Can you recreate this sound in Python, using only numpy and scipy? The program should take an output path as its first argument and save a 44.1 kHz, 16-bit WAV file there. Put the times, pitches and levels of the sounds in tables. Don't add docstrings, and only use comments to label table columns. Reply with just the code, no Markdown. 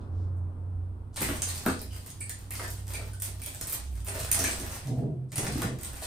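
import sys
import numpy as np
from scipy import signal
from scipy.fft import rfft, irfft, next_fast_len
from scipy.io import wavfile
from scipy.ndimage import uniform_filter1d, map_coordinates

SR = 44100
rng = np.random.default_rng(int(sys.argv[2]) if len(sys.argv) > 2 else 0)


def bounce(signal):
    frames = np.transpose(np.atleast_2d(signal))
    limited = np.clip(frames, -1, 1)
    pcm = np.round(limited * 32767).astype(np.int16)
    wavfile.write(sys.argv[1], SR, pcm)


N = 267271

# [t/s, level/dB, body/dB from level, spit/dB from level,
# decay/s, snap/dB from its run, pitch of the spot f/Hz]
TEARS = [(1.1607, -27.5, -6.5, -14, 0.019, -13.5, 3900), (1.205, -24.5, -6.5, 4.5, 0.01, -13, 2010),
         (1.232, -28.5, -6, 5, .046, -7, 2050), (1.286, -41, 9, -9, .012, 5, 1560),
         (1.420, -19.5, -17.5, -19.5, 0.011, 0, 6400), (1.485, -24, -18, -28, 0.0094, -16.5, 4060),
         (1.5412, -28.5, -14, -4, 0.034, -17, 4500), (1.662, -30.5, -1.5, 5, .005, 24, 3970),
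         (1.684, -34, -0.5, 0.5, 0.0038, 12, 4240), (1.816, -52, 5.5, 24, 0.013, 27, 4450),
         (2.062, -37, -16, -17, 0.034, -6.5, 14000), (2.2056, -38.5, -36, -1.5, .011, 14, 8900),
         (2.2945, -28.5, -20, -0.5, .017, 5.5, 7180), (2.507, -34.5, -7.5, 8.5, 0.034, -7.5, 10400),
         (2.553, -33.5, -8, -17, .03, -3, 5240), (2.596, -38, -0.5, -5, 0.024, -5, 5280),
         (2.632, -35.5, -10.5, -3.5, 0.024, -1.5, 4800), (2.7039, -27.5, -40, -3.5, .018, -5, 4660),
         (2.9356, -28, -18, -11, 0.031, 4, 8700), (3.134, -41.5, -27, -22, 0.012, 12, 9250),
         (3.2, -33.5, -28, -14, 0.011, 10, 10200), (3.221, -23, -20.5, -0.5, 0.028, -6, 11000),
         (3.418, -36, -19, 2, .011, 21, 10100), (3.436, -28, -35, -8.5, 0.022, 13, 3400),
         (3.4614, -22.5, -32.5, -9, 0.036, 2, 3314), (3.612, -25, -20, -10, 0.0028, 2, 6300),
         (3.6712, -25.5, -24, 5, 0.038, -11, 4540), (3.7242, -25.5, -15, 4.5, 0.0099, -10, 12900),
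         (4.047, -38, -16, 5, 0.0295, -9, 12840), (4.067, -35, -5, -11, 0.004, -9.5, 10400),
         (4.084, -31, -5, -13.5, 0.041, 7.5, 10500), (4.151, -33, -12, -17, .045, 6, 704),
         (4.201, -29.5, -22, -2.5, .024, 5, 7450), (4.3152, -13, -25.5, -4, 0.01, 3, 9300),
         (4.346, -21, -11, -18.5, 0.015, 6, 12400), (4.391, -23, -10, 3, .009, 3.5, 5670),
         (4.440, -18, -18.5, -23.5, 0.0048, -1.5, 6290), (4.511, -38.5, -13, -22, .0074, 1, 13900),
         (4.598, -32, -10.5, -8, 0.01, 9, 6160), (4.698, -36.5, -4.5, 2.5, 0.026, -12, 6350),
         (5.3189, -34, -9.5, -22, .02, -7, 2270), (5.358, -27, -9, -8, 0.03, -7.5, 10360),
         (5.38, -23.5, -10.5, -20, 0.013, 4, 10500), (5.466, -34, 1, -6.5, .018, 19, 5280),
         (5.523, -34.5, -9, -8, .014, 5.5, 4240), (5.619, -29.5, -1, 3, .03, 3.5, 1900),
         (5.787, -43.5, -3.5, 4, 0.016, 0, 4770), (5.8118, -38.5, -11, -5.5, .013, -5, 9000),
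         (5.833, -31, -14, -12, .03, 0, 14000), (6.018, -26, -16, -19, 0.022, -18, 4000)]
# [low f/Hz, high f/Hz]
TEAR_BANDS = [(480, 2660), (1950, 13200), (7900, 21700), (11900, 19700)]
# [band gain/dB, added snap level/dB, spread t/s]
SNAP_BANDS = [(-6, 2, 0.003), (-5.5, 5, 0.002), (-12, 11.5, 0.0006), (-8, 6, 0.0004)]
CRACK_DB, CRACK_FOLLOWS = -2.5, 0.41
STUTTER_S, STUTTER_LOSS_DB = 0.0017, 4
RUN_RATE, RUN_SCATTER_DB = 400, 5
RISE_S, LAZY_DB = 0.0063, 12

# [t/s, length t/s, level/dB, body/dB from level]
PULLS = [(1.169, 0.19, -40.5, -4), (1.42, 0.29, -44.5, -6), (1.9, 0.17, -48.5, -8), (2.51, 0.22, -46, -7),
         (2.866, 0.14, -43.5, -4), (3.432, 0.21, -45.5, -9), (3.597, 0.14, -47.5, 0.5),
         (4.108, 0.61, -38.5, -4.5), (4.301, 0.25, -40.5, -12.5), (4.563, 0.29, -51.5, 1),
         (5.361, 0.07, -39, -1.5), (5.52, 0.029, -37.5, -2.5), (5.824, 0.28, -43, -5.5)]
# [t/s, length t/s, level/dB]
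STRAIN = (1.17, 3.72, -53.5)
STRAIN_BODY_DB = -7
PULL_ATTACK_S, PULL_RELEASE_S = 0.017, 0.084
FIBRE_RATE, FIBRE_SCATTER_DB = 90, 4.5
CLUMP_DB = 3.6

# [t/s, peak level/dB]
TICKS = [(1.1435, -37), (1.5513, -26), (1.7928, -25), (1.816, -28.5), (2.0462, -38), (2.1033, -23.5),
         (2.264, -34), (2.4034, -45), (2.6806, -20), (2.6878, -36), (2.87, -30), (2.8805, -26),
         (2.954, -18), (3.138, -40), (3.5478, -21.5), (3.699, -26), (3.864, -36.5), (4.004, -30),
         (4.0843, -31), (4.1454, -31.5), (4.193, -18), (4.512, -15), (4.7514, -28), (4.872, -24),
         (5.582, -22.5), (5.8485, -17), (5.9125, -49)]
# [low f/Hz, high f/Hz]
TICK_BAND = (2900, 31000)
TICK_SPREAD_S = 0.0007

# [t/s, pitch f/Hz, level/dB, length t/s, waver/share of pitch, sag/share of pitch]
SQUEAKS = [(1.905, 2980, -55.5, 0.041, 0.057, 0.051), (1.907, 4820, -59, 0.05, 0.02, 0.051),
           (2.209, 2250, -41.5, 0.011, 0.02, 0.095), (2.206, 8730, -39.5, 0.0114, 0.077, 0.12),
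           (2.287, 4240, -56, 0.015, .03, 0.24), (2.296, 1795, -46, 0.013, 0.11, 0.019),
           (2.282, 4700, -60, 0.015, 0.057, 0.083), (2.511, 2330, -41.5, 0.01, 0.089, 0.038),
           (2.595, 1980, -37, 0.0056, 0.091, 0.24), (2.637, 1623, -44, 0.0217, 0.078, 0.18),
           (2.941, 2277, -41, 0.024, 0.039, 0.18), (3.133, 1510, -52, 0.014, 0.037, 0.075),
           (3.277, 2155, -59, 0.0204, 0.06, -0.23), (3.417, 2296, -47, 0.011, 0.077, 0.13),
           (3.466, 2185, -45, 0.0129, 0.055, 0.28), (4.314, 2345, -41, 0.013, 0.049, 0.22),
           (4.442, 1555, -30.5, 0.007, 0.11, 0.22), (4.443, 2235, -34.5, 0.024, 0.11, 0.12)]
# [t/s, length t/s, level/dB, from f/Hz, to f/Hz]
SCRAPES = [(1.267, 0.094, -43, 1650, 758), (1.41, 0.026, -47, 1255, 2100), (4.26, 0.075, -44, 1297, 2484),
           (5.44, .05, -50, 1235, 2164), (5.614, 0.089, -45, 2100, 1046)]
# [t/s, level/dB, chatter decay t/s, contact pitch f/Hz]
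BUMPS = [(1.209, -37.5, 0.022, 187), (1.289, -39, 0.018, 286), (2.597, -41, 0.06, 714),
         (2.94, -47.5, 0.015, 704), (2.991, -45.5, 0.0092, 700), (3.275, -52, 0.011, 744),
         (3.467, -51, 0.016, 753), (3.615, -62, 0.028, 820), (4.076, -45.5, .03, 480),
         (4.152, -42, 0.0097, 576), (4.385, -38, 0.024, 324), (4.442, -38.5, 0.086, 350),
         (4.597, -44.5, 0.016, 182.5), (4.632, -46, .012, 810), (5.384, -39, 0.013, 447),
         (5.45, -41.5, 0.023, 705), (5.632, -35, .015, 319), (5.697, -44, 0.013, 342),
         (6.02, -43, 0.085, 648)]
# [f/Hz, width f/Hz, level/dB]
PANEL_MODES = [(133, 26.3, 3.5), (164, 37, -1), (210, 11, 1), (245.8, 9.9, -0.5), (263, 37, -4),
               (339, 57, -5.5), (390, 39, -4), (455, 46, -9), (493, 22, -6.5), (653, 78, -9.5),
               (780, 110, -14.5), (970, 33, -14), (1146, 28, -20), (1466, 140, -21), (1704, 55, -15.5)]
# [t/s, thump f/Hz midway in its glide, thump level/dB, its decay t/s, clack level/dB, its decay t/s]
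THUDS = [(1.21, 196, -35.5, 0.013, -38, 0.013), (1.287, 284, -36.5, .014, -34.5, 0.022),
         (1.654, 238, -41, .006, -35, .008), (1.6627, 208, -22.5, 0.018, -18.5, 0.015),
         (1.685, 270, -22.5, 0.012, -22, 0.014), (2.595, 300, -46, 0.014, -31, 0.0043),
         (2.635, 330, -50, .008, -38.5, 0.015), (3.011, 330, -52, .008, -40, 0.0098),
         (3.275, 210, -46.5, 0.0065, -47, 0.0053), (3.612, 215, -48.5, 0.011, -39, 0.01),
         (4.441, 230, -39.5, .01, -43, 0.011), (5.033, 260, -34, 0.0071, -49.5, 0.0044),
         (5.453, 398, -38, .006, -39, .006), (5.497, 450, -39, .006, -42, .006),
         (5.557, 254, -20.5, 0.0057, -38, 0.0032), (5.575, 304, -25, 0.0099, -53.5, 0.0055),
         (5.621, 340, -37, 0.0092, -28.5, 0.012), (5.649, 195, -29, 0.012, -34.5, 0.0052)]
# [f/Hz, level/dB per Hz]
CLACK = [(80, -13), (150, -4), (300, -1), (450, -1.5), (720, -6), (900, -3.5), (1000, -7), (1190, 1.5),
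         (1500, -0.5), (1750, -10.5), (1950, -17), (2200, -33), (3500, -43)]
THUD_ROOM_DB, THUD_NEAR_DB = -3.5, -9

# [t/s, length t/s, judder level/dB, rasp level/dB]
DRAGS = [(4.852, 0.021, -31.5, -39.5), (4.87, 0.02, -31, -30.5), (4.898, 0.026, -23.5, -30.5),
         (4.956, 0.06, -26.5, -30.5), (5.035, .014, -26.5, -28.5), (5.053, 0.024, -31.5, -34),
         (5.077, 0.02, -34, -34), (5.121, 0.14, -31, -49.5), (5.325, 0.0091, -34, -36),
         (5.367, 0.067, -39.5, -35.5), (5.454, 0.07, -42.5, -35.5), (5.514, .03, -29.5, -36),
         (5.6, 0.11, -33, -39), (5.724, 0.035, -31, -44.5)]
DRAG_ATTACK_S, DRAG_RELEASE_S, JUDDER_HZ = 0.0026, 0.019, 127.7
# [t/s, length t/s, level/dB, pitch f/Hz]
FLEXES = [(-.1, 0.099, -36, 89), (0.07, 0.39, -32.5, 90), (0.458, 0.45, -35.5, 90.5),
          (1.232, 0.3, -39.5, 92.5), (1.624, 0.11, -39.5, 83), (1.864, 0.099, -41.5, 92),
          (2.11, 0.6, -43, 96.5), (2.604, 0.46, -38, 96.5), (3.124, 0.26, -39.5, 95.5),
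          (3.921, 0.51, -40, 93), (4.556, 0.47, -47.5, 87), (5.47, 0.38, -46.5, 82)]
SWAY_ATTACK_S, SWAY_RELEASE_S = 0.027, 0.16
# [t/s, length t/s, level/dB]
FLAPS = [(.15, 0.12, -42), (.6, 0.4, -45.5), (1.16, 0.22, -40), (1.8, 0.13, -41.5), (2.28, 0.52, -48.5),
         (2.65, 0.45, -41), (3.27, 0.14, -44), (3.74, 0.29, -36.5), (4.12, 0.19, -39.5), (4.39, 0.27, -40),
         (5.47, 0.096, -35.5), (5.72, 0.51, -45.5)]
FLAP_ATTACK_S, FLAP_RELEASE_S, FLAP_WAVER_DB = 0.044, 0.077, 1.8
# [t/s, length t/s, level/dB, centre f/Hz]
HISSES = [(0, 0.014, -55, 3530), (0.107, 0.14, -70, 3920), (0.358, 0.016, -62, 10100),
          (1.125, 0.033, -52.5, 4970), (5.282, .03, -60, 6000)]

# [f/Hz, level/dB per Hz]
RUSTLE = [(70, 5), (120, 8), (170, -4), (280, -1.5), (580, -12), (1000, -13.5), (1400, -18.5),
          (2000, -34.5), (3500, -64.5)]
# [f/Hz, level/dB per Hz]
AIR = [(20, -37), (33, -8.5), (50, -0.5), (110, 1), (300, -17), (1000, -34.5), (2500, -37.5), (7000, -52.5),
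       (9000, -45), (16000, -44)]
# [f/Hz, t60 t/s]
WALLS = [(100, 0.72), (500, 0.44), (1400, 0.27), (4000, 0.43), (9000, 0.29), (15000, 0.11)]
# [f/Hz, level/dB]
DIRECT = [(100, 6.5), (1000, -5.5), (4000, -6.5), (9000, -5.5), (13000, 2)]
# [f/Hz, correlation]
ALIKE = [(100, 0.94), (300, 0.74), (600, 0.57), (1200, -0.077), (2500, -0.088), (5000, 0.1), (9000, -0.12),
         (14000, 0.4)]
# [f/Hz, level/dB]
TILT = [(60, 3), (130, 2), (300, -1), (2000, -2), (4500, -1), (9000, 3), (13000, 0)]
# [f/Hz, level/dB]
COLOUR = [(100, -0.5), (2400, -3), (3300, -2), (7400, -0.5), (8400, 5), (10000, 0), (10800, -8),
          (11300, -26.5), (11800, -22), (12600, -5), (14500, -11.5), (15300, -17.5), (16300, -42)]
TOP_HZ = 16500


def tearing():
    force = np.zeros((len(TEAR_BANDS), N))
    for s, fizz_db, body_db, spit_db, decay, snap_db, hz in TEARS:
        rise = RISE_S * (1.5 + max(-snap_db, 0) / LAZY_DB)
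        crack_db = CRACK_DB + CRACK_FOLLOWS * body_db
        levels_db = fizz_db + np.array([body_db, crack_db, 0, spit_db])
        for track, db, (gain_db, edge_db, spread_s) in zip(force, levels_db, SNAP_BANDS):
            tear = burst(decay, snap_db + edge_db, RUN_RATE, RUN_SCATTER_DB, spread_s, rise)
            add(track, s, amp(db + gain_db) * spot(tear, hz))
    return sum(band(x, edges) for x, edges in zip(force, TEAR_BANDS))


def burst(decay, snap_db, rate, scatter_db, spread_s, rise=RISE_S):
    t = np.arange(SR // 5) / SR
    envelope = np.exp(-t / max(decay, 0.001)) * (1 - np.exp(-t / rise))
    run = fractures(len(t), rate, scatter_db) * envelope
    run /= np.linalg.norm(run) + 1e-9
    add(run, 0, amp(snap_db) * snap(spread_s))
    return run / np.linalg.norm(run) * np.sqrt(0.04 * SR)


def snap(spread_s, count=3):
    out = np.zeros(SR // 40)
    for k in range(count):
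        start = STUTTER_S * k * rng.uniform(0.7, 1.3)
        add(out, start, amp(-STUTTER_LOSS_DB * k) * smear(spread_s))
    return out / np.linalg.norm(out)


def smear(decay):
    t = np.arange(SR // 80) / SR
    ring = rng.standard_normal(len(t)) * np.exp(-t / decay)
    return ring / np.linalg.norm(ring)


def fractures(n, rate, scatter_db):
    size_db = scatter_db * np.clip(rng.standard_normal(n), -2, 2)
    size = amp(size_db) * rng.choice([-1, 1], n)
    return unit(size * (rng.random(n) < rate / SR))


def spot(x, hz, ring_db=1, sharpness=7):
    b, a = signal.iirpeak(min(hz, SR / 2 - 100), sharpness, fs=SR)
    return x + amp(ring_db) * signal.lfilter(b, a, x)


def peeling(gains_db=(-1, -1.5, -1.5, -5), fibres_db=-3):
    clumps = amp(CLUMP_DB * wander(55))
    broad = fractures(N, FIBRE_RATE, FIBRE_SCATTER_DB)
    body, crack, fizz = effort(1), effort(CRACK_FOLLOWS), effort()
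    out = np.zeros(N)
    for load, edges, db in zip((body, crack, fizz, fizz), TEAR_BANDS, gains_db):
        own = fractures(N, rate=560, scatter_db=7.0)
        crackle = clumps * unit(broad + amp(fibres_db) * own)
        out += amp(db) * load * band(crackle, edges)
    return out


def effort(body_share=0):
    loads = list(PULLS) + [(*STRAIN, STRAIN_BODY_DB)]
    rows = [(s, length, db + body_share * body_db) for s, length, db, body_db in loads]
    return swells(rows, PULL_ATTACK_S, PULL_RELEASE_S)


def ticks(gain_db=3):
    out = np.zeros(N)
    for s, db in TICKS:
        click = spot(smear(TICK_SPREAD_S), rng.uniform(*TICK_BAND), ring_db=-16)
        click = band(click, TICK_BAND, order=2)
        add(out, s, amp(db + gain_db) * click / abs(click).max())
    return out


def squeaks(rough_db=3, overtone_db=-14, gain_db=6):
    out = np.zeros(N)
    t = np.arange(SR // 6) / SR
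    jitter = lambda: unit(uniform_filter1d(rng.standard_normal(len(t)), size=40))
    for s, hz, db, length, waver, sag in SQUEAKS:
        glide = sag * (np.exp(-t / length) - 0.5)
        phase = 2 * np.pi * np.cumsum(hz * (1 + waver * jitter() + glide)) / SR
        swell = (1 - np.exp(-t / 0.0011)) * np.exp(-(t / length) ** 2)
        tone = np.sin(phase) + amp(overtone_db) * np.sin(2 * phase)
        add(out, s, amp(db + gain_db) * swell * unit(amp(rough_db * jitter()) * tone))
    return out


def scrapes(width_hz=230):
    out = np.zeros(N)
    low_pass = signal.butter(2, width_hz, fs=SR, output="sos")
    for s, length, db, from_hz, to_hz in SCRAPES:
        n = int(max(length, 0.01) * SR)
        grain = signal.sosfilt(low_pass, rng.standard_normal((2, n)))
        phase = 2 * np.pi * np.cumsum(np.geomspace(from_hz, to_hz, n)) / SR
        rasp = unit(grain[0] * np.cos(phase) + grain[1] * np.sin(phase))
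        add(out, s, amp(db) * np.sin(np.pi * np.arange(n) / n) * rasp)
    return out


def bumps():
    out = np.zeros(N)
    for s, db, decay, hz in BUMPS:
        force = burst(decay, snap_db=2.5, rate=740, scatter_db=-10.0, spread_s=0.0016)
        force = np.pad(force, (0, SR // 5))
        ring = band(panel(force), (hz / 1.41, hz * 2.85), order=2)
        add(out, s, amp(db) * ring * np.linalg.norm(force) / np.linalg.norm(ring))
    return out


def panel(force):
    def response(f):
        total = 0
        for k, (centre, width, db) in enumerate(PANEL_MODES):
            damping = 1j * f * width
            total = total + (-1) ** k * amp(db) * damping / (centre ** 2 - f * f + damping)
        return total / np.sqrt(np.mean(abs(total) ** 2))
    return filtered(force, response)


def thuds(rise=0.00046, stiffen=0.12):
    out = np.zeros(N)
    t = np.arange(SR // 5) / SR
    for s, hz, thump_db, thump_decay, clack_db, clack_decay in THUDS:
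        dent = np.exp(-t / thump_decay)
        thump_hz = hz * (1 + stiffen * (dent - 0.5))
        thump = dent * np.sin(2 * np.pi * np.cumsum(thump_hz) / SR)
        noise = filtered(rng.standard_normal(len(t)), lambda f: amp(along(CLACK, f)))
        clack = np.exp(-t / clack_decay) * unit(noise)
        add(out, s, (1 - np.exp(-t / rise)) * (amp(thump_db) * thump + amp(clack_db) * clack))
    return out


def dragging(judder_gain_db=-1, rasp_gain_db=-4, soft_hz=800):
    judder_rows = [(s, length, db) for s, length, db, _ in DRAGS]
    rasp_rows = [(s, length, db) for s, length, _, db in DRAGS]
    judder = swells(judder_rows, DRAG_ATTACK_S, DRAG_RELEASE_S)
    stroke = swells(rasp_rows, DRAG_ATTACK_S, DRAG_RELEASE_S)
    slips = fractures(N, rate=620, scatter_db=5.0) * unit(amp(1.6 * wander(36)))
    slips = signal.sosfilt(signal.butter(N=6, Wn=soft_hz, fs=SR, output="sos"), slips)
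    rasp = panel(amp(rasp_gain_db) * stroke * slips)
    turns = np.cumsum(JUDDER_HZ * (1 + 0.0205 * wander(30))) / SR
    return rasp, amp(judder_gain_db) * judder * np.sin(2 * np.pi * turns)


def wobbling(flap_hz=62, bend_db=0.0, flap_db=0.0):
    start, length, _, pitch = np.transpose(FLEXES)
    bend_hz = np.interp(np.arange(N) / SR, start + length / 2, pitch)

    def mode(hz, drift):
        turns = np.cumsum(hz * (1 + drift * wander(16))) / SR
        return np.sqrt(2) * np.sin(2 * np.pi * turns)

    bend = swells([row[:3] for row in FLEXES], SWAY_ATTACK_S, SWAY_RELEASE_S) * mode(bend_hz, drift=0.0161)
    flap = swells(FLAPS, FLAP_ATTACK_S, FLAP_RELEASE_S) * mode(flap_hz, drift=0.0588)
    bend_gain = amp(bend_db + 1.8 * wander(11.0))
    flap_gain = amp(flap_db + FLAP_WAVER_DB * wander(13))
    return bend_gain * bend + flap_gain * flap


def faint_hisses(width=1.56, gain_db=-3):
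    out = np.zeros(N)
    for s, length, db, hz in HISSES:
        hiss = band(rng.standard_normal(N), (hz / width, hz * width), order=2)
        out += swells([(s, length, db + gain_db)], attack=0.014, release=0.0073) * hiss
    return out


def background(air_db=-50, hold_db=-55, carry_db=-43, settle_s=0.9, pull_db=-2):
    def noise(shape):
        pair = filtered(rng.standard_normal((2, N)), lambda hz: amp(along(shape, hz)))
        return unit(spread(pair))

    lowering = amp(carry_db) * np.exp(-np.arange(N) / SR / settle_s)
    handling = amp(hold_db) + lowering + amp(pull_db) * effort(1.0)
    return amp(air_db) * noise(AIR) + handling * noise(RUSTLE)


def workshop(x, lag=0.00002, build=0.0028, count=4):
    hz, t, z = signal.stft(rng.standard_normal((count, 2, SR * 2 // 3)), SR, nperseg=256)
    t60 = along(WALLS, hz)[:, None]
    tails = signal.istft(z * amp(-60 * t / t60) / np.sqrt(t60), SR, nperseg=256)[1]
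    tails *= 1 - np.exp(-np.arange(tails.shape[-1]) / SR / build)
    shares = np.array([wander(14) for _ in tails])
    shares /= np.linalg.norm(shares, axis=0)
    wet = np.zeros((2, N))
    for share, tail in zip(shares, tails):
        tail = tail / np.linalg.norm(tail[0])
        wet += signal.oaconvolve((x * share)[None], tail, axes=1)[:, :N]

    def direct_path(hz):
        return amp(along(DIRECT, hz)) * np.exp(1j * np.pi * hz * lag * np.array([[-1], [1]]))

    return filtered(x, direct_path) + spread(wet)


def spread(pair):
    turn = lambda hz: np.arccos(np.clip(along(ALIKE, hz), -1, 1)) / 2
    mid, side = filtered(pair, lambda hz: np.array([np.cos(turn(hz)), np.sin(turn(hz))]))
    return np.array([mid + side, mid - side])


def swells(rows, attack, release):
    t = np.arange(N) / SR
    gains = []
    for s, length, db in rows:
        rise = 1 - np.exp(-np.maximum(t - s, 0) / attack)
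        gains.append(amp(db) * rise * np.exp(-np.maximum(t - s - length, 0) / release))
    return np.max(gains, axis=0)


def amp(db):
    return 10 ** (np.asarray(db) / 20)


def unit(x):
    return x / np.sqrt(np.mean(x ** 2) + 1e-20)


def along(points, hz):
    f, v = np.transpose(points)
    return np.interp(np.log(hz + 1), np.log(f + 1), v)


def wander(rate):
    knots = rng.standard_normal(int(N * rate / SR) + 4)
    return map_coordinates(knots, [np.arange(N) * rate / SR])


def add(track, s, x):
    part = track[..., max(round(s * SR), 0):][..., :x.shape[-1]]
    part += x[..., :part.shape[-1]]


def filtered(x, response):
    n = x.shape[-1]
    m = next_fast_len(n + 8192)
    return irfft(rfft(x, m) * response(np.fft.rfftfreq(m, 1 / SR)), m)[..., :n]


def band(x, edges, order=3):
    lo, hi = np.clip(edges, 1, SR / 2 - 1)
    sos = signal.butter(order, [lo, hi], "band", fs=SR, output="sos")
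    return signal.sosfilt(sos, x) * np.sqrt(SR / 2 / (hi - lo))


def scene():
    rasp, judder = dragging()
    landings = thuds()
    strikes = tearing() + peeling() + ticks() + squeaks() + scrapes() + bumps()
    in_room = workshop(strikes + amp(THUD_ROOM_DB) * landings + rasp + faint_hisses())
    near = amp(THUD_NEAR_DB) * landings + judder + wobbling()
    return in_room + near + background()


def record(dry):
    sides = np.array([[-0.5], [0.5]])
    coloured = filtered(dry, lambda hz: amp(along(COLOUR, hz) + along(TILT, hz) * sides))
    return filtered(coloured, lambda hz: hz < TOP_HZ)


dry = scene()
out = record(dry)
bounce(out)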